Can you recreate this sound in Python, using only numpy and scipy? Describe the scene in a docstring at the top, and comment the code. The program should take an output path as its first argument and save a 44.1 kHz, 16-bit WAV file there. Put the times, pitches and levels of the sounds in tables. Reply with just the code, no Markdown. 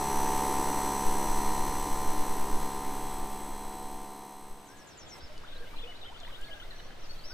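"""A portable piston compressor fills a van's tyre on open dirt: a valve click, air thump and motor whirr per turn.
The microphone backs away in a light breeze; the machine fades out, with one last brief swell.
It gives way to a quiet pond among trees, where birds whistle and chirp over small ticks and plops.
The machine is crank harmonics, shaft-locked tones and shaped noise; the birds are bending near sines."""
import sys
import numpy as np
from scipy import signal
from scipy.fft import rfft, irfft, next_fast_len
from scipy.io import wavfile

SR = 44100
rng = np.random.default_rng(int(sys.argv[2]) if len(sys.argv) > 2 else 0)


def put_to_file(sound):
    """Save the sound as 16-bit audio at rate SR, in the file named by the first command-line argument."""
    columns = np.atleast_2d(sound).T  # one column per channel
    safe = np.clip(columns, -1, 1)
    whole_steps = np.round(safe * 32767)
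    wavfile.write(sys.argv[1], SR, whole_steps.astype(np.int16))


N = 323253
TIME_S = np.arange(N) / SR

# Crankshaft speed: t/s, f/Hz [turns per s]
CRANK_SPEED = [(0.1, 68.21), (0.8, 68.31), (1.6, 68.39), (2.4, 68.44), (3.1, 68.56), (3.9, 68.49),
               (4.6, 68.62)]
CRANK_HZ = CRANK_SPEED[0][1]
FIRST_STROKE_S = 0.0122
# Piston stroke, close by: harmonic [x crank rate], relative level/dB
STROKE_NEAR = [(1, -8), (2, -8), (3, -2.5), (4, -6.5), (5, -20.5), (6, -5.5), (7, -8), (8, -35.5), (9, -13),
               (10, -13.5), (11, 1), (12, -6.5), (13, 3), (14, 2.5), (15, -0.5), (16, -13), (17, -10.5),
               (18, -16), (19, -46), (20, -19), (21, -38.5), (22, -24), (23, -24), (24, -19), (25, -66),
               (26, -16.5), (27, -18.5), (28, -16), (29, -39.5), (30, -20.5), (31, -19.5), (32, -67)]
# Piston stroke, a few steps off: harmonic [x crank rate], relative level/dB
STROKE_AFAR = [(1, -12), (2, -8), (3, -2.5), (4, -6), (5, -9), (6, -5), (7, -7), (8, -28.5), (9, -14.5),
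               (10, -8), (11, 1), (12, -6), (13, 1.5), (14, 0), (15, -1.5), (16, -15.5), (17, -7.5),
               (18, -16.5), (19, -30), (20, -21), (21, -31), (22, -24), (23, -26), (24, -21), (25, -44),
               (26, -18), (27, -23), (28, -19.5), (29, -49), (30, -21), (31, -21.5), (32, -33)]
# Pump and case resonances that ring after each stroke: f/Hz, width/Hz
CASE_MODES = [(100, 88), (745, 58)]
# Intake air spectrum: f/Hz, relative level/dB
INTAKE_SPECTRUM = [(60, -3), (120, -16.5), (170, -2.5), (240, -13), (290, 6), (370, 2), (500, -4),
                   (650, -5.5), (950, -5), (1250, -7), (1550, -14), (1950, -13), (2700, -18), (5000, -24)]
# Valve snap spectrum: f/Hz, relative level/dB
VALVE_SPECTRUM = [(1500, -26), (3000, -4), (5500, -7), (7500, 0), (9000, 7), (11000, -3), (13000, 4),
                  (14100, 4.5), (15200, -20)]
# Whirr spectrum: f/Hz, relative level/dB
WHIRR_SPECTRUM = [(1500, -12), (2300, 0), (3200, 1.5), (4700, 0.5), (7000, -4), (9000, -1), (11200, -8.5),
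                  (13000, 0), (15200, -29)]
# Metal pump head modes: f/Hz, width/Hz, lift close by/dB, lift from afar/dB
HEAD_MODES = [(3780, 46, -5, 2.3), (6070, 300, 17, 13.6), (7985, 250, 18, 11.2), (8530, 590, 3, 6.4),
              (10080, 490, 10, 11), (12000, 340, 12.5, 11), (14300, 380, 3, 6.4)]
# Motor tones: order [x crank rate]
WHINE_ORDERS = [48, 58, 61, 86, 87, 88, 90, 116, 117, 120, 140, 145, 147, 149, 176]
# Motor tones, same order: relative level close by/dB, relative level from afar/dB
WHINE_LEVELS = [(-20.5, -11), (-14, -11.5), (-8.5, -11), (-11, -26), (-7.5, -31), (-11, -29), (-11, -9.5),
                (-7.5, -4.5), (-3, -14), (-27, -6), (-31, -26), (-7, -22), (-20, -18), (-16.5, -22),
                (-22, -24)]
# Microphone to machine: t/s, distance/m
DISTANCE = [(0, 0.71), (.35, 0.63), (1.4, 0.79), (2.25, 1.006), (3.1, 1.46), (4.05, 2.78), (5.2, 3)]
NEAR_M, AFAR_M = 0.82, 1.5  # the tone turns from close to distant between these
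THUMP_DB, INTAKE_DB, METAL_DB = -34.5, -40, -45.5  # references at one metre
BODY_FALL_DB, METAL_FALL_DB = 6, 5.0  # per doubling of distance
# Machine fade and last swell: t/s, gain [0-1]
FADE = [(4.0, 0.84), (5.03, 0.02), (5.11, 0.1), (5.19, 0.32), (5.2, 0.05)]

# Breeze rumble spectrum: f/Hz, relative level/dB
BREEZE_SPECTRUM = [(1, -15), (4, 1.5), (8, -8), (15, -5), (25, -21), (40, -27), (70, -41.5), (150, -45),
                   (400, -65)]
# Breeze strength on the microphone: t/s, level/dB
WIND = [(0, -32.5), (1.2, -28.5), (1.5, -27.5), (2.6, -29), (3.5, -32.5), (4.1, -46), (4.9, -59),
        (5.15, -59), (5.35, -41), (7.33, -41.5)]
# Buffets on top: t/s, half length/s, lift/dB
BUFFETS = [(0.221, 0.037, 12), (1.372, .04, 9.5), (1.686, 0.014, 10), (2.62, .03, 7), (4.517, 0.053, 10)]

# Forest air spectrum: f/Hz, relative level/dB
FOREST_SPECTRUM = [(35, -32), (60, 1), (123, -5), (215, -9), (298, -7), (368, -8.5), (443, -8), (599, -7),
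                   (953, -12), (1350, -12), (2360, -16), (3760, -17), (7200, -29.5), (14500, -42.5),
                   (15500, -36.5)]
POND_DB, POND_IN_S, POND_FULL_S = -52, 4.2, 5.07
# Far birds, strongest from 5.5 to 6.6 s: t/s, relative level/dB
CHORUS = [(4.2, -36), (5.1, -8), (5.5, -0.5), (6.6, 0), (6.9, -6), (7.33, -6)]

# High bird's falling slur: f/Hz
SLUR_HZ = [7650, 6830, 5830, 5390, 5200]
SLUR_START_S, SLUR_EVERY_S, SLUR_S = 4.655, 0.1045, 0.079
SLUR_FIRST_DB, SLUR_GROWTH_DB, SLUR_LAG_MS = -65, 2.5, 0.031
# Long mewing calls: t/s, held f/Hz, level/dB
MEWS = [(4.66, 1680, -64), (5.45, 1605, -63), (6.344, 1660, -59), (7.285, 1680, -53)]
# Mew contour, rising, holding, sagging: pitch [x held pitch]
MEW_SHAPE = [.8, 0.95, 1, 1, 0.98, 0.88]
MEW_S, MEW_LAG_MS = 0.271, 0.041
# Low hoots and whoops across the water: t/s, length/s, first f/Hz, last f/Hz, level/dB
HOOTS = [(4.817, 0.028, 614, 630, -60), (5.295, 0.034, 622, 594, -54.5), (5.433, 0.026, 1000, 1710, -52.5),
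         (5.6, 0.053, 453, 510, -56.5), (5.83, 0.055, 441, 530, -53), (6.095, .04, 675, 1040, -54),
         (6.264, 0.046, 820, 1280, -56), (6.316, 0.028, 667, 437, -55), (6.49, 0.03, 717, 570, -53),
         (6.618, 0.016, 1300, 1580, -51), (7.258, 0.019, 614, 560, -53)]
HOOT_LAG_MS = 0.095
# Quick sliding chirps: t/s, length/s, first f/Hz, last f/Hz, level/dB
CHIRPS = [(5.06, .022, 3650, 3240, -58), (5.69, 0.11, 2200, 2480, -61), (5.759, .02, 4150, 3870, -53),
          (5.833, 0.045, 2330, 2880, -56), (5.948, 0.03, 3650, 4320, -56), (6.011, .032, 3990, 3380, -52.5),
          (6.045, 0.032, 3880, 3420, -57), (6.706, .02, 4300, 3600, -52), (7.025, .048, 5900, 4350, -58.5),
          (7.092, 0.028, 4280, 4590, -49)]
CHIRP_LAG_MS = 0.13
# Thin whistles on one pitch: t/s, length/s, f/Hz, level/dB
WHISTLES = [(5.115, 0.058, 2075, -58), (5.358, 0.024, 2970, -61), (5.649, 0.031, 2950, -62.5),
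            (5.869, 0.065, 2940, -52.5), (6.054, .052, 3090, -54.5), (6.497, 0.16, 5960, -73),
            (6.722, 0.15, 4270, -66), (6.735, 0.18, 5860, -66.5), (6.881, .07, 3070, -67),
            (6.98, 0.18, 5890, -65), (7.13, .2, 3980, -66.5), (7.185, .055, 4360, -58),
            (7.2, 0.051, 3070, -64), (7.24, .1, 5900, -70)]
WHISTLE_LAG_MS = 0.04
# Calls that arch up and down: t/s, length/s, top f/Hz, level/dB, right-side lag/ms
ARCHES = [(5.198, .092, 5330, -59, .02), (5.472, 0.041, 3730, -53, 0.14), (5.51, 0.033, 3780, -55, 0.14),
          (5.777, 0.036, 3490, -51, 0.14), (5.809, .044, 3620, -53, .125),
          (7.229, .108, 5800, -51.5, 0.057)]
# Arch contour: pitch [x top pitch]
ARCH_SHAPE = [.77, .91, 1, .91, .71]
# Ticks and plops by the water: t/s, centre f/Hz, 60 dB ring time/s, peak level/dB
TICKS = [(5.227, 69, 0.029, -45.5), (5.379, 5360, 0.0029, -39), (6.202, 5800, 0.011, -44.5),
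         (6.249, 1700, 0.018, -46), (6.277, 2000, 0.031, -41.5), (6.306, 1400, 0.018, -46),
         (6.413, 8000, .012, -48), (6.80, 1860, 0.027, -42.5), (6.905, 1590, 0.037, -43)]
# Warbler's falling note: f/Hz
ROCK_DOWN_HZ = [3120, 3030, 2770]
# Warbler's rising note: f/Hz
ROCK_UP_HZ = [2980, 3450, 3960]
ROCK_START_S, ROCK_EVERY_S, ROCK_UP_AFTER_S = 6.139, 0.0915, 0.02
ROCK_DOWN_S, ROCK_UP_S, ROCK_DB, ROCK_LAG_MS = 0.023, 0.026, -53, 0.14
# Echoes off the trees: delay/s, relative level/dB
TREES = [(.023, -9), (.047, -22), (.083, -12), (.131, -21), (0.191, -15)]
CUTOFF_HZ = 15500


def from_db(db):
    """Amplitude gain."""
    return 10 ** (np.asarray(db) / 20)


def rms_one(x):
    """Scale to rms 1."""
    return x / np.sqrt(np.mean(x ** 2) + 1e-20)


def in_time(rows):
    """A two-column curve at every sample."""
    s, values = np.transpose(rows)
    return np.interp(TIME_S, s, values)


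def colour(x, spectrum):
    """Filter by a spectrum interpolated over log frequency."""
    size = next_fast_len(N)
    hz, db = np.transpose(spectrum)
    bins_hz = np.maximum(np.arange(size // 2 + 1) * SR / size, 1)
    gain = from_db(np.interp(np.log(bins_hz), np.log(hz), db))
    return irfft(rfft(x, size) * gain, size)[:N]


def noise(spectrum):
    """Coloured noise, rms 1."""
    return rms_one(colour(rng.standard_normal(N), spectrum))


def drift(knots_per_s, size=8192):
    """Random curve through straight segments, rms 1."""
    knots = rng.standard_normal(size)
    return rms_one(np.interp(TIME_S * knots_per_s, np.arange(size), knots))


def resonance(x, hz, width_hz):
    """Two-pole band-pass, gain about 1 at its peak."""
    r = np.exp(-np.pi * width_hz / SR)
    zeros = np.array([1, 0, -1]) * (1 - r * r) / 2
    poles = [1, -2 * r * np.cos(2 * np.pi * hz / SR), r * r]
    return signal.lfilter(zeros, poles, x)


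def each_turn(turns, harmonics, size=4096):
    """One waveform, rms 1, repeated every turn."""
    shape = rms_one(irfft(np.r_[0, harmonics], size))
    return np.interp(turns % 1 * size, np.arange(size + 1), np.r_[shape, shape[0]])


def thump(turns, far, push_lead_turns=0.07, puff_lag_turns=0.1144, wobble_turns=0.00072,
          wander_db=1.13, push_harmonics=8):
    """The piston's low push, then a puff of air; pump and case resonances set the harmonics' phases."""
    shaky = turns + wobble_turns * drift(60)
    out = np.zeros(N)
    for k, ((_, near_db), (_, far_db)) in enumerate(zip(STROKE_NEAR, STROKE_AFAR), 1):
        gain = from_db(near_db + far * (far_db - near_db) + wander_db * drift(3.94))
        lead = push_lead_turns if k <= push_harmonics else -puff_lag_turns
        ring_phase = sum(2 * np.arctan(2 * (k * CRANK_HZ - hz) / width_hz) for hz, width_hz in CASE_MODES)
        out += gain * np.cos(2 * np.pi * k * (shaky + lead) - ring_phase)
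    return rms_one(out)


def intake_air(turns, suck_db=3, suck_turn=0.73):
    """Intake noise that swells once per turn."""
    return noise(INTAKE_SPECTRUM) * from_db(suck_db * np.cos(2 * np.pi * (turns - suck_turn)))


def valve(turns, jitter_turns=0.0002, bounce_db=-12, bounce_s=0.00041):
    """One dry snap per turn plus a very short noise chatter as the reed settles."""
    angle = turns + jitter_turns * drift(68)
    # Steps up by one as the valve opens, with sub-sample timing
    steps = np.floor(angle) + np.minimum(angle % 1 * SR / CRANK_HZ, 1)
    snaps = np.diff(steps, prepend=steps[0]) * from_db(1.1 * drift(68))
    settling = signal.lfilter([1], [1, -np.exp(-1 / (bounce_s * SR))], snaps + 1e-18)
    chatter = rms_one(settling * rng.standard_normal(N))
    return rms_one(colour(rms_one(snaps) + from_db(bounce_db) * chatter, VALVE_SPECTRUM))


def whirr(turns, far, hiss_db=-13, harmonics=226):
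    """Gear and brushes rattle alike each turn, hardest just after the valve; the metal head resonates."""
    shaky = turns + 0.00022 * drift(45)
    angle = shaky % 1
    rattle = each_turn(shaky, np.exp(2j * np.pi * rng.random(harmonics)))
    hiss = from_db(hiss_db) * rng.standard_normal(N)
    burst_db = 7 * (1 - far / 2) * np.exp(-angle / 0.12)
    load = from_db(burst_db + 2.3 * np.cos(2 * np.pi * (angle - 0.2)))
    sound = colour(load * (rattle + hiss), WHIRR_SPECTRUM)
    for hz, width_hz, near_db, far_db in HEAD_MODES:
        lift = from_db(near_db + far * (far_db - near_db)) - 1
        sound = sound + lift * resonance(sound, hz, width_hz)
    return rms_one(sound)


def whine(turns, far, throb_db=0.3, throb_turn=0.0655):
    """Thin shaft-locked motor tones, louder after each snap; their balance changes with distance."""
    out = np.zeros(N)
    for order, (near_db, far_db) in zip(WHINE_ORDERS, WHINE_LEVELS):
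        waver_db, slip_rad = 1.2 * drift(7), 0.4 * drift(12)
        gain = from_db(near_db + far * (far_db - near_db) + waver_db)
        out += np.sqrt(2) * gain * np.sin(2 * np.pi * order * (turns - throb_turn) + slip_rad)
    return out * from_db(throb_db * np.cos(2 * np.pi * (turns - throb_turn)))


def compressor(valve_db=-5.5, whirr_db=-1.0, whine_db=-2, valve_lead_turns=0.02205):
    """All parts follow one crankshaft, weaken with distance and fade together."""
    turns = np.cumsum(in_time(CRANK_SPEED)) / SR - FIRST_STROKE_S * CRANK_HZ
    early = turns + valve_lead_turns
    metres = in_time(DISTANCE)
    doublings = np.log2(metres)
    far = np.clip((metres - NEAR_M) / (AFAR_M - NEAR_M), 0, 1)
    body = from_db(THUMP_DB) * thump(turns, far) + from_db(INTAKE_DB) * intake_air(turns)
    metal = from_db(valve_db) * valve(early)
    metal += from_db(whirr_db) * whirr(early, far)
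    metal += from_db(whine_db) * whine(turns, far)
    body *= from_db(-BODY_FALL_DB * doublings)
    metal *= from_db(METAL_DB - METAL_FALL_DB * doublings)
    return (body + metal) * in_time(FADE)


def breeze(gusty_db=2.5, gust_knots_per_s=7):
    """Low noise on the microphone that swells at random, with a few harder buffets."""
    lift_db = sum(db * np.exp(-((TIME_S - s) / half_s) ** 2) for s, half_s, db in BUFFETS)
    return noise(BREEZE_SPECTRUM) * from_db(in_time(WIND) + gusty_db * drift(gust_knots_per_s) + lift_db)


def sing(notes, waver=0.0065, flutter_db=2.5, edge=0.32, shade_db=12):
    """Notes (t/s, length/s, pitches/Hz, level/dB, right-side lag/ms): near sines bent through pitches."""
    out = np.zeros((2, 2 * N))  # room for notes that overrun
    bend = 1 + waver * drift(250)
    flutter = from_db(flutter_db * drift(120))
    for s, length_s, pitches, db, lag_ms in notes:
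        at = int(s * SR) + np.arange(int(length_s * SR))
        contour = np.polyfit(np.linspace(0, 1, len(pitches)), pitches, len(pitches) - 1)
        hz = np.polyval(contour, np.linspace(0, 1, len(at))) * bend[at % N]
        cycles = np.cumsum(hz) / SR - np.outer([0, lag_ms / 1000], hz)
        pan_db = shade_db * (cycles[0] - cycles[1])  # the far side is shaded, more so for high notes
        gain = np.sqrt(2) * from_db(db + np.outer([1, -1], pan_db) / 2)
        out[:, at] += gain * signal.windows.tukey(len(at), edge) * np.sin(2 * np.pi * cycles)
    return out[:, :N] * flutter


def far_calls(low_hz, high_hz, level_db, count, spread_db=9, glide=0.112, widest_lag_ms=0.19):
    """Faint short glides from all round the pond, at random times and pitches."""
    when, pitch, slope, size, span, side = rng.random((count, 6)).T
    hz = low_hz * (high_hz / low_hz) ** pitch
    step = 1 + glide * (2 * slope - 1)
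    starts_s = POND_IN_S + when * (N / SR - POND_IN_S)
    lengths_s = 0.0127 + 0.0268 * span
    levels_db = level_db - spread_db * size
    lags_ms = widest_lag_ms * (2 * side - 1)
    return sing(zip(starts_s, lengths_s, np.c_[hz / step, hz * step], levels_db, lags_ms))


def slur_run(count=5):
    """Evenly spaced falling slurs in a crescendo."""
    return [(SLUR_START_S + k * SLUR_EVERY_S, SLUR_S, SLUR_HZ,
             SLUR_FIRST_DB + k * SLUR_GROWTH_DB, SLUR_LAG_MS) for k in range(count)]


def mews():
    """Long calls that rise, hold and sag."""
    return [(s, MEW_S, hz * np.array(MEW_SHAPE), db, MEW_LAG_MS) for s, hz, db in MEWS]


def slides(rows, lag_ms):
    """Notes that glide straight from first to last pitch: hoots or chirps."""
    return [(s, length_s, [first, last], db, lag_ms) for s, length_s, first, last, db in rows]


def whistles():
    """Thin notes on one pitch."""
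    return [(s, length_s, [hz], db, WHISTLE_LAG_MS) for s, length_s, hz, db in WHISTLES]


def arches():
    """Calls that bend up to a top pitch and down again."""
    return [(s, length_s, hz * np.array(ARCH_SHAPE), db, lag_ms) for s, length_s, hz, db, lag_ms in ARCHES]


def rocking_song(count=6):
    """A warbler's overlapping pair, falling then rising, at an even pace."""
    starts_s = ROCK_START_S + ROCK_EVERY_S * np.arange(count)
    down = [(s, ROCK_DOWN_S, ROCK_DOWN_HZ, ROCK_DB, ROCK_LAG_MS) for s in starts_s]
    up = [(s + ROCK_UP_AFTER_S, ROCK_UP_S, ROCK_UP_HZ, ROCK_DB, ROCK_LAG_MS) for s in starts_s]
    return down + up


def birds():
    """The nearer birds; the whistles waver less in pitch."""
    bending = slur_run() + mews() + slides(HOOTS, HOOT_LAG_MS) + slides(CHIRPS, CHIRP_LAG_MS)
    bending += arches() + rocking_song()
    return sing(bending) + sing(whistles(), waver=0.0038)


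def ticks(breadth=0.38, size=4096):
    """Short dying noise bursts, each through a broad resonance with steep sides."""
    out = np.zeros(N)
    for s, hz, t60_s, db in TICKS:
        burst = rng.standard_normal(size) * from_db(-60 * TIME_S[:size] / t60_s)
        for _ in range(2):
            burst = resonance(burst, hz, breadth * hz)
        start = int(s * SR)
        out[start:start + size] += from_db(db) * burst / np.abs(burst).max()
    return out


def trees(x, tail_db=-9, t60_s=0.21, echo_db=-2.5):
    """A few discrete echoes and a thin scattered tail."""
    response = rng.standard_normal(SR) * from_db(-60 * TIME_S[:SR] / t60_s)
    response *= from_db(tail_db) / np.linalg.norm(response)
    for delay_s, db in TREES:
        response[int(delay_s * SR)] += from_db(db + echo_db)
    return signal.fftconvolve(x, response)[:N]


def pond(air_db=-1.5, side_db=-3):
    """Forest air and far chatter fade in; nearer calls and ticks echo off the trees."""
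    air = noise(FOREST_SPECTRUM) + from_db(side_db) * noise(FOREST_SPECTRUM) * np.array([[1], [-1]])
    chatter = far_calls(2700, 4400, level_db=-5, count=90, glide=0.147)
    chatter += far_calls(480, 2287, level_db=-2, count=60)
    fade_in = np.clip((TIME_S - POND_IN_S) / (POND_FULL_S - POND_IN_S), 0, 1)
    distant = from_db(air_db) * air * fade_in + chatter * from_db(in_time(CHORUS))
    calls = birds() + ticks()
    echoes = np.array([trees(side) for side in calls])
    return from_db(POND_DB) * distant + calls + echoes


def scene():
    """Machine and breeze dead centre; the pond lies all around."""
    return compressor() + breeze() + pond()


def record(dry):
    """Steep elliptic low-pass."""
    return signal.sosfilt(signal.ellip(12, 0.1, 90, CUTOFF_HZ, fs=SR, output="sos"), dry)


dry = scene()
out = record(dry)
put_to_file(out)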